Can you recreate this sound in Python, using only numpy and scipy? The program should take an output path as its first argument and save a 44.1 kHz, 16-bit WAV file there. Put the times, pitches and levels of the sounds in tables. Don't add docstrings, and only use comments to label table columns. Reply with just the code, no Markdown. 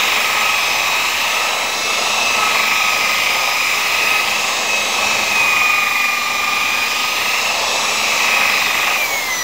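import sys
import numpy as np
from scipy import signal
from scipy.fft import rfft, irfft, next_fast_len
from scipy.io import wavfile
from scipy.ndimage import uniform_filter1d, map_coordinates

SR = 44100
rng = np.random.default_rng(int(sys.argv[2]) if len(sys.argv) > 2 else 0)


def linear_from_db(decibels):
    return 10 ** (np.asarray(decibels, float) / 20)


def output_pcm(signal):
    pcm = np.clip(np.atleast_2d(signal).T, -1, 1) * 32767
    wavfile.write(sys.argv[1], SR, np.round(pcm).astype(np.int16))


N = 415863

PINION_TEETH, CROWN_TEETH = 6, 53
MESH_ORDERS = (1, 2, 3, 4, 6, 5)
SWITCH_OFF_S = 8.97
USUAL_MESH_HZ, SPEED_SPAN_HZ = 1265, 50
DRAG_HZ_PER_S, SLACK_HZ, SLACK_S = 460, 56, 0.08

# (time [s], tooth mesh [Hz])
LOADED_SPEED = [(0, 1278), (.62, 1268), (1.25, 1283), (1.5, 1305), (2.12, 1313), (2.5, 1281), (3.25, 1241),
                (3.88, 1255), (4.38, 1279), (5.12, 1292), (5.5, 1238), (6.3, 1204), (7.0, 1236),
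                (7.4, 1276), (7.85, 1318), (8.25, 1277), (8.75, 1238), (8.95, 1247)]
# (time [s], head turned away [0-1], nearness [dB], pad lean [0-1], head resonance [Hz])
HANDS = [(0, 0.1, 0.7, 0.74, 2380), (.9, .2, 0.65, 0.1, 2520), (1.3, 0.1, -0.2, 0.48, 2700),
         (1.7, 0.63, -1.4, .6, 2600), (2.25, 0.8, 0.6, 0.79, 2710), (2.6, 0.12, 0.5, .95, 2400),
         (3.5, 0.26, 0.8, .05, 2320), (4.2, 0.21, .6, 0.48, 2700), (4.75, 1, -.6, 0.9, 2610),
         (5.1, 0.7, 1.1, 0.88, 2490), (5.7, 0.12, -1.1, .5, 2270), (6.4, 0.18, -1.5, .1, 2170),
         (7.0, 0.28, -.4, .05, 2620), (7.3, 0.2, -0.1, 0.53, 2700), (7.75, 1.1, 0.1, 0.68, 2620),
         (8.3, 0.17, 1.5, 0.91, 2500), (8.9, 0.09, 0.3, 0.32, 2521), (9.43, 0.5, -1.3, .4, 2430)]
# (level [dB], [dB per speed span], turned away [dB], switch opening [dB], coasting [dB per s])
MESH_LEVELS = [
    (-30, -0.2, -8.5, -10, 4),
    (-31.5, -1.7, -0.4, 7.5, -12),
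    (-39, 5, -2.5, -9, 6),
    (-41.5, -0.5, -11.5, -5, 20),
    (-44, -0.5, 3.8, -4, 20),
    (-44, -1, 6.5, 1.5, -14),
]
# (time [s], mesh
# order, rise [dB], length [s])
MESH_FLARES = [(.48, 1, 4, 0.082), (2.75, 1, 3.5, .3), (2.43, 1, 6.5, .06), (5.39, 2, 5, .08),
               (5.555, 1, 6, 0.11), (6.3, 1, 4, .35), (8.38, 1, 1.5, 0.11), (.5, 2, 1, 0.11),
               (.96, 2, 3, 0.099), (1.42, 2, 6, 0.11), (1.88, 2, 7, 0.056), (2.24, 2, 11, 0.18),
               (2.89, 2, 6, .08), (4.15, 2, 9, .11), (4.75, 2, 10, .07), (5.046, 2, 6.5, 0.096),
               (5.62, 2, 11, .27), (6.1, 2, 7.5, 0.16), (6.751, 2, 4, 0.33), (7.75, 2, 4.5, 0.077),
               (8.297, 2, 7, .13), (9.32, 2, 4, .04), (.35, 3, 3, 0.23), (1.0, 3, 5.5, 0.22),
               (4.83, 3, 6, .12), (3.35, 4, 10, 0.99), (7.0, 4, 9, 0.41), (8.62, 4, 5, .28),
               (9.15, 6, 8, .045), (9.36, 6, 12.5, .055)]
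# (mesh order, level [dB])
MINOR_MESH = [(7, -54), (8, -56), (9, -65), (10, -60), (11, -57), (12, -57)]
# (turn order, level [dB])
SHAFT_TONES = [(2, -55), (7, -54), (10, -37.5), (11, -46), (26, -50), (35, -67), (53, -59)]
# (crown order, level under first mesh order [dB], [dB per speed span])
CROWN_BEATS = [(52, -7, -5), (51, -8.5, 1.5), (50, -10.5, 5), (35, -11.5, .3), (34, -11.5, 3.5),
               (33, -14, .3)]
# (frequency [Hz], density [dB per Hz])
HOUSING_COLOUR = [(250, -29), (500, -11), (850, -7), (1240, -6.5), (1420, -17.5), (1800, -10.5), (2400, -6),
                  (3150, -10.5), (3950, -9), (4580, -15), (5090, -11.5), (7600, -18.5), (8300, -34.5),
                  (11000, -43)]
# (frequency [Hz], density [dB per Hz])
BRUSH_COLOUR = [(7000, -24), (8300, 0), (10300, -3.5), (11300, -2.5), (13100, -5.5), (13900, 2),
                (15000, -0.5), (15750, 0)]
# (frequency [Hz], width [Hz], level [dB])
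KNOCK_MODES = [(816, 270, -9.5), (1144, 68, 1), (2006, 110, -1)]
ZONE_HZ = [750, 2400, 5200, 11500, 14000]
# (level [dB per speed span], turned away [dB], coasting [dB])
ZONE_SWELLS = [
    (1.7, 1.5, 2.5),
    (0.8, -5, -3.5),
    (0.9, 3.5, -1.8),
    (1, -2, 1.5),
    (-0.5, -6, 3.5),
]
# (frequency [Hz], [Hz per speed span], turned away [Hz], depth [dB], width [Hz])
PAINT_DIP = (12750, -170, -450, 6.3, 330)
# (mesh order, level [dB])
BRUSH_RIDGES = [(11, 4.5), (12, 3)]
# (frequency [Hz], density [dB per Hz])
FOAM_COLOUR = [(15, -41), (25, -14), (32, -30), (80, -2), (118, -7), (162, -8), (205, -1.5), (275, -2.5),
               (330, -3), (430, -8), (730, -120)]
# (frequency [Hz], level [dB])
COIL_HUM = [(120, -53.5), (240, -49)]
# (time [s], low edge [Hz], high edge [Hz], level [dB])
SIDE_BURSTS = [(0.398, 5600.0, 6980.0, -35.0), (1.445, 10940.0, 12490.0, -46.5),
               (1.837, 4490, 5770.0, -36.0), (1.837, 8870.0, 10340.0, -45.0), (2.0, 4050.0, 5190, -33.0),
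               (2.212, 12900, 14630, -47.0), (2.696, 7480, 9810, -41.0), (3.37, 5130, 6360, -34.0),
               (3.393, 12320.0, 13870.0, -46.0), (3.532, 4486, 5870, -32.0), (4.066, 4135, 5350, -34.0),
               (4.066, 6120.0, 7600, -36.0), (4.438, 6780, 8380, -40.0), (4.45, 12200, 15250.0, -42.0),
               (4.717, 4190, 5346, -33), (4.717, 12320.0, 13900, -47.0), (5.3, 9640, 11000, -44),
               (5.3, 11600, 13180.0, -47.0), (5.37, 9560.0, 11110.0, -46.0),
               (5.413, 10940.0, 12490.0, -47.0), (7.944, 13810, 15930.0, -44.0),
               (8.943, 10980, 13180.0, -43.0), (8.943, 13800, 15250.0, -37.0)]


def unit(x):
    return x / np.sqrt(np.mean(x ** 2) + 1e-20)


def curves(rows):
    s, *cols = np.transpose(rows)
    return [np.interp(np.arange(N) / SR, s, c) for c in cols]


def wobble(rate):
    at = np.arange(0, N + 32, 32)
    knots = rng.standard_normal(int(N * rate / SR) + 4)
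    return np.interp(np.arange(N), at, map_coordinates(knots, [at * rate / SR]))


def coloured(x, spectrum):
    m = next_fast_len(N + 8192)
    hz, db = np.transpose(spectrum)
    log_hz = np.log(np.fft.rfftfreq(m, 1 / SR) + 1)
    gain = linear_from_db(np.interp(log_hz, np.log(hz), db, left=-120, right=-120))
    return unit(irfft(rfft(x, m) * gain, m)[:N])


def flaws(turns, count, fall_db, drift):
    size = 1 << 15
    k = np.arange(1, count + 1)
    spectra = np.zeros((3, size // 2 + 1), complex)
    random = rng.standard_normal((3, count)) + 1j * rng.standard_normal((3, count))
    spectra[:, k] = linear_from_db(-fall_db * np.log2(k)) * random
    at = (turns % 1 * size).astype(int)
    out = np.zeros(N)
    for i, wave in enumerate(irfft(spectra)):
        out += ((i == 0) + drift * wobble(1.515)) * wave[at]
    return unit(out)


def power():
    return 1 / (1 + np.exp(np.clip((np.arange(N) / SR - SWITCH_OFF_S) / 0.01, -50, 50)))


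def speed():
    coast_s = np.clip(np.arange(N) / SR - LOADED_SPEED[-1][0], 0, None)
    slack_hz = SLACK_HZ * (1 - np.exp(-coast_s / SLACK_S))
    return curves(LOADED_SPEED)[0] - DRAG_HZ_PER_S * coast_s - slack_hz


def ease():
    return (curves(LOADED_SPEED)[0] - USUAL_MESH_HZ) / SPEED_SPAN_HZ


def mesh_levels(turned):
    t = np.arange(N) / SR
    levels_db = {}
    for order, (db, fast_db, away_db, off_db, coast_db) in zip(MESH_ORDERS, MESH_LEVELS):
        coasting_db = off_db + coast_db * (t - SWITCH_OFF_S) + 2.5 * wobble(24)
        running_db = db + fast_db * ease() + away_db * turned + 1.78 * wobble(7)
        levels_db[order] = running_db + (1 - power()) * coasting_db
    for s, order, db, length_s in MESH_FLARES:
        near = slice(max(round((s - 3 * length_s) * SR), 0), round((s + 3 * length_s) * SR))
        levels_db[order][near] += db * np.exp(-((t[near] - s) / length_s) ** 2)
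    return list(levels_db.values())


def whine(teeth, levels_db):
    load = 0.57 + 0.34 * power()
    turns = teeth / CROWN_TEETH
    phase = 2 * np.pi * teeth
    play = 0.024 * wobble(60) + 0.089 * wobble(12)
    swings = [0.34, 0.36, 0.73, 0.45, 0.57, 0.5]
    slips = [0.25, 0.38, 0.5, 0.59, 0.3, 0.53]
    out = np.zeros(N)
    for order, db, swing, slip in zip(MESH_ORDERS, levels_db, swings, slips):
        size = 1.5 + swing * load * flaws(turns, count=12, fall_db=3.0, drift=0.83)
        size += 0.29 / order * power() * np.cos(2 * np.pi * turns - 1)
        lag = slip * load * flaws(turns, count=12, fall_db=7.0, drift=0.65)
        out += linear_from_db(db + 1.5) * size * np.sin(order * (phase + load * play) + lag)
    slack_db = -9 * (1 - power())
    for tones, per in ((MINOR_MESH, 1), (SHAFT_TONES, PINION_TEETH)):
        for order, db in tones:
            level = linear_from_db(db + 4.5 + slack_db + 4.1 * wobble(4))
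            out += level * np.sin(order / per * (phase + play) + 0.7 * wobble(45))
    return out


def beats(teeth, first_db):
    fast = ease()
    out = np.zeros(N)
    for order, db, fast_db in CROWN_BEATS:
        out += linear_from_db(db + fast_db * fast) * np.sin(order / CROWN_TEETH * 2 * np.pi * teeth)
    return linear_from_db(first_db + 3.5 + 1.5 * wobble(3.02)) * power() * out


def grind(teeth):
    pinion_turns, crown_turns = teeth / PINION_TEETH, teeth / CROWN_TEETH
    mains = np.sin(2 * np.pi * COIL_HUM[0][0] * np.arange(N) / SR) * power()
    turn = flaws(crown_turns, count=8, fall_db=1.5, drift=0.31)
    air = (1 + 0.045 * mains + 0.051 * turn) * rng.standard_normal(N)
    pinion = flaws(pinion_turns, count=48, fall_db=0, drift=1.7)
    crown = flaws(crown_turns, count=125, fall_db=-2.0, drift=0.8) * (0.29 + 0.74 * power())
    body = linear_from_db(-19.5) * coloured(air + 0.06 * pinion + 0.2 * crown, HOUSING_COLOUR)
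    shake = 1 + 0.05 * mains + 0.069 * np.sin(2 * np.pi * pinion_turns)
    sparks = shake * rng.standard_normal(N)
    bars = 0.22 + 0.6 * (1 - power())
    sparks += bars * flaws(pinion_turns, count=100, fall_db=1.5, drift=1.7)
    return body + linear_from_db(-35.5) * coloured(sparks, BRUSH_COLOUR)


def knock(teeth, mesh_hz, turned, lean):
    turns = teeth / CROWN_TEETH
    blows = np.diff(np.floor(turns), prepend=0)
    rattle = 0.022 * np.exp(1.6 * (np.cos(2 * np.pi * turns - 1) - 1)) * rng.standard_normal(N)
    force_db = 17 - 0.05 * (mesh_hz - 1260) - 8 * turned + 8 * lean + 1.5 * wobble(4)
    force = (1.9 * blows + rattle) * linear_from_db(force_db) * power()
    m = next_fast_len(N + 8192)
    f = np.fft.rfftfreq(m, 1 / SR)
    modes = np.zeros(len(f), complex)
    for k, (hz, wide_hz, db) in enumerate(KNOCK_MODES):
        damping = 1j * f * wide_hz
        modes += (-1) ** k * linear_from_db(db) * damping / (hz * hz - f * f + damping)
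    greased = 1 / (1 + 1j * f / 2500) ** 2
    late = np.exp(1j * np.pi * 2.2e-5 * np.clip(1302 - f, 0, None) ** 2)
    return irfft(rfft(force, m) * modes * late * greased, m)[:N]


def facing(x, mesh_hz, turned, near_db, head_hz, patchy_db):
    hz, t, z = signal.stft(x, SR, nperseg=512)
    at = np.minimum((t * SR).astype(int), N - 1)
    fast, away, on = ease()[at], turned[at], power()[at]

    def bump(centre_hz, wide_hz):
        return np.exp(-((hz[:, None] - centre_hz) / wide_hz) ** 2)

    zones_db = np.array(ZONE_SWELLS) @ [fast, away - away.mean(), 1 - on] + near_db[at]
    share = np.array([np.interp(np.log(hz + 1), np.log(ZONE_HZ), row) for row in np.eye(len(ZONE_SWELLS))])
    patches = uniform_filter1d(uniform_filter1d(rng.standard_normal(z.shape), 5, 0), 40, 1)
    shape_db = 5.3 * on * bump(head_hz[at], 215)
    dip_hz, fast_hz, away_hz, dip_db, wide_hz = PAINT_DIP
    shape_db -= dip_db * bump(dip_hz + fast_hz * fast + away_hz * away, wide_hz)
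    for order, db in BRUSH_RIDGES:
        shape_db += db * (1 - away) * bump(order * mesh_hz[at], 220)
    gain = linear_from_db(share.T @ zones_db + shape_db + patchy_db * unit(patches))
    return signal.istft(z * gain, SR, nperseg=512)[1][:N]


def pad(teeth, turned, lean):
    t = np.arange(N) / SR
    rumble_db = -49.5 + 2 * turned
    rumble = linear_from_db(rumble_db + 6.5 + 2.1 * wobble(2.91)) * coloured(rng.standard_normal(N), FOAM_COLOUR)
    unbalance_db = -59.5 + 19.5 * lean
    shaft = linear_from_db(unbalance_db + 2.0 + 2.5 * wobble(5)) * np.sin(2 * np.pi * teeth / PINION_TEETH)
    hum = np.zeros(N)
    for hz, db in COIL_HUM:
        hum += linear_from_db(db + 1 + 3.0 * wobble(2.28)) * np.sin(2 * np.pi * hz * t)
    return rumble + shaft + hum * power()


def side_bursts():
    side, size = np.zeros(N + SR), 2048
    f = np.fft.rfftfreq(size, 1 / SR)
    for s, low_hz, high_hz, db in SIDE_BURSTS:
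        band = (f > low_hz) & (f < high_hz)
        burst = irfft(rfft(rng.standard_normal(size)) * band)
        start = round(s * SR) - size // 2
        side[start:start + size] += linear_from_db(db + 0.5) * unit(burst) * np.hanning(size)
    return side[:N] * np.array([[1], [-1]])


def scene():
    mesh_hz = speed()
    teeth = np.cumsum(mesh_hz) / SR
    turned, near_db, lean, head_hz = curves(HANDS)
    levels_db = mesh_levels(turned)
    gears = whine(teeth, levels_db) + beats(teeth, levels_db[0])
    noise = grind(teeth) + knock(teeth, mesh_hz, turned, lean)
    housing = facing(noise, mesh_hz, turned, near_db, head_hz, patchy_db=1.5)
    tool = gears + housing + pad(teeth, turned, lean)
    return np.array([tool, tool])


def low_pass(x):
    return signal.sosfilt(signal.butter(12, 16420, fs=SR, output="sos"), x)


def record(dry):
    m = next_fast_len(N)
    passed = np.fft.rfftfreq(m, 1 / SR) < 15740
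    mix = irfft(rfft(dry + side_bursts(), m) * passed, m)[:, :N] - 0.0055
    return low_pass(mix)


dry = scene()
out = record(dry)
output_pcm(out)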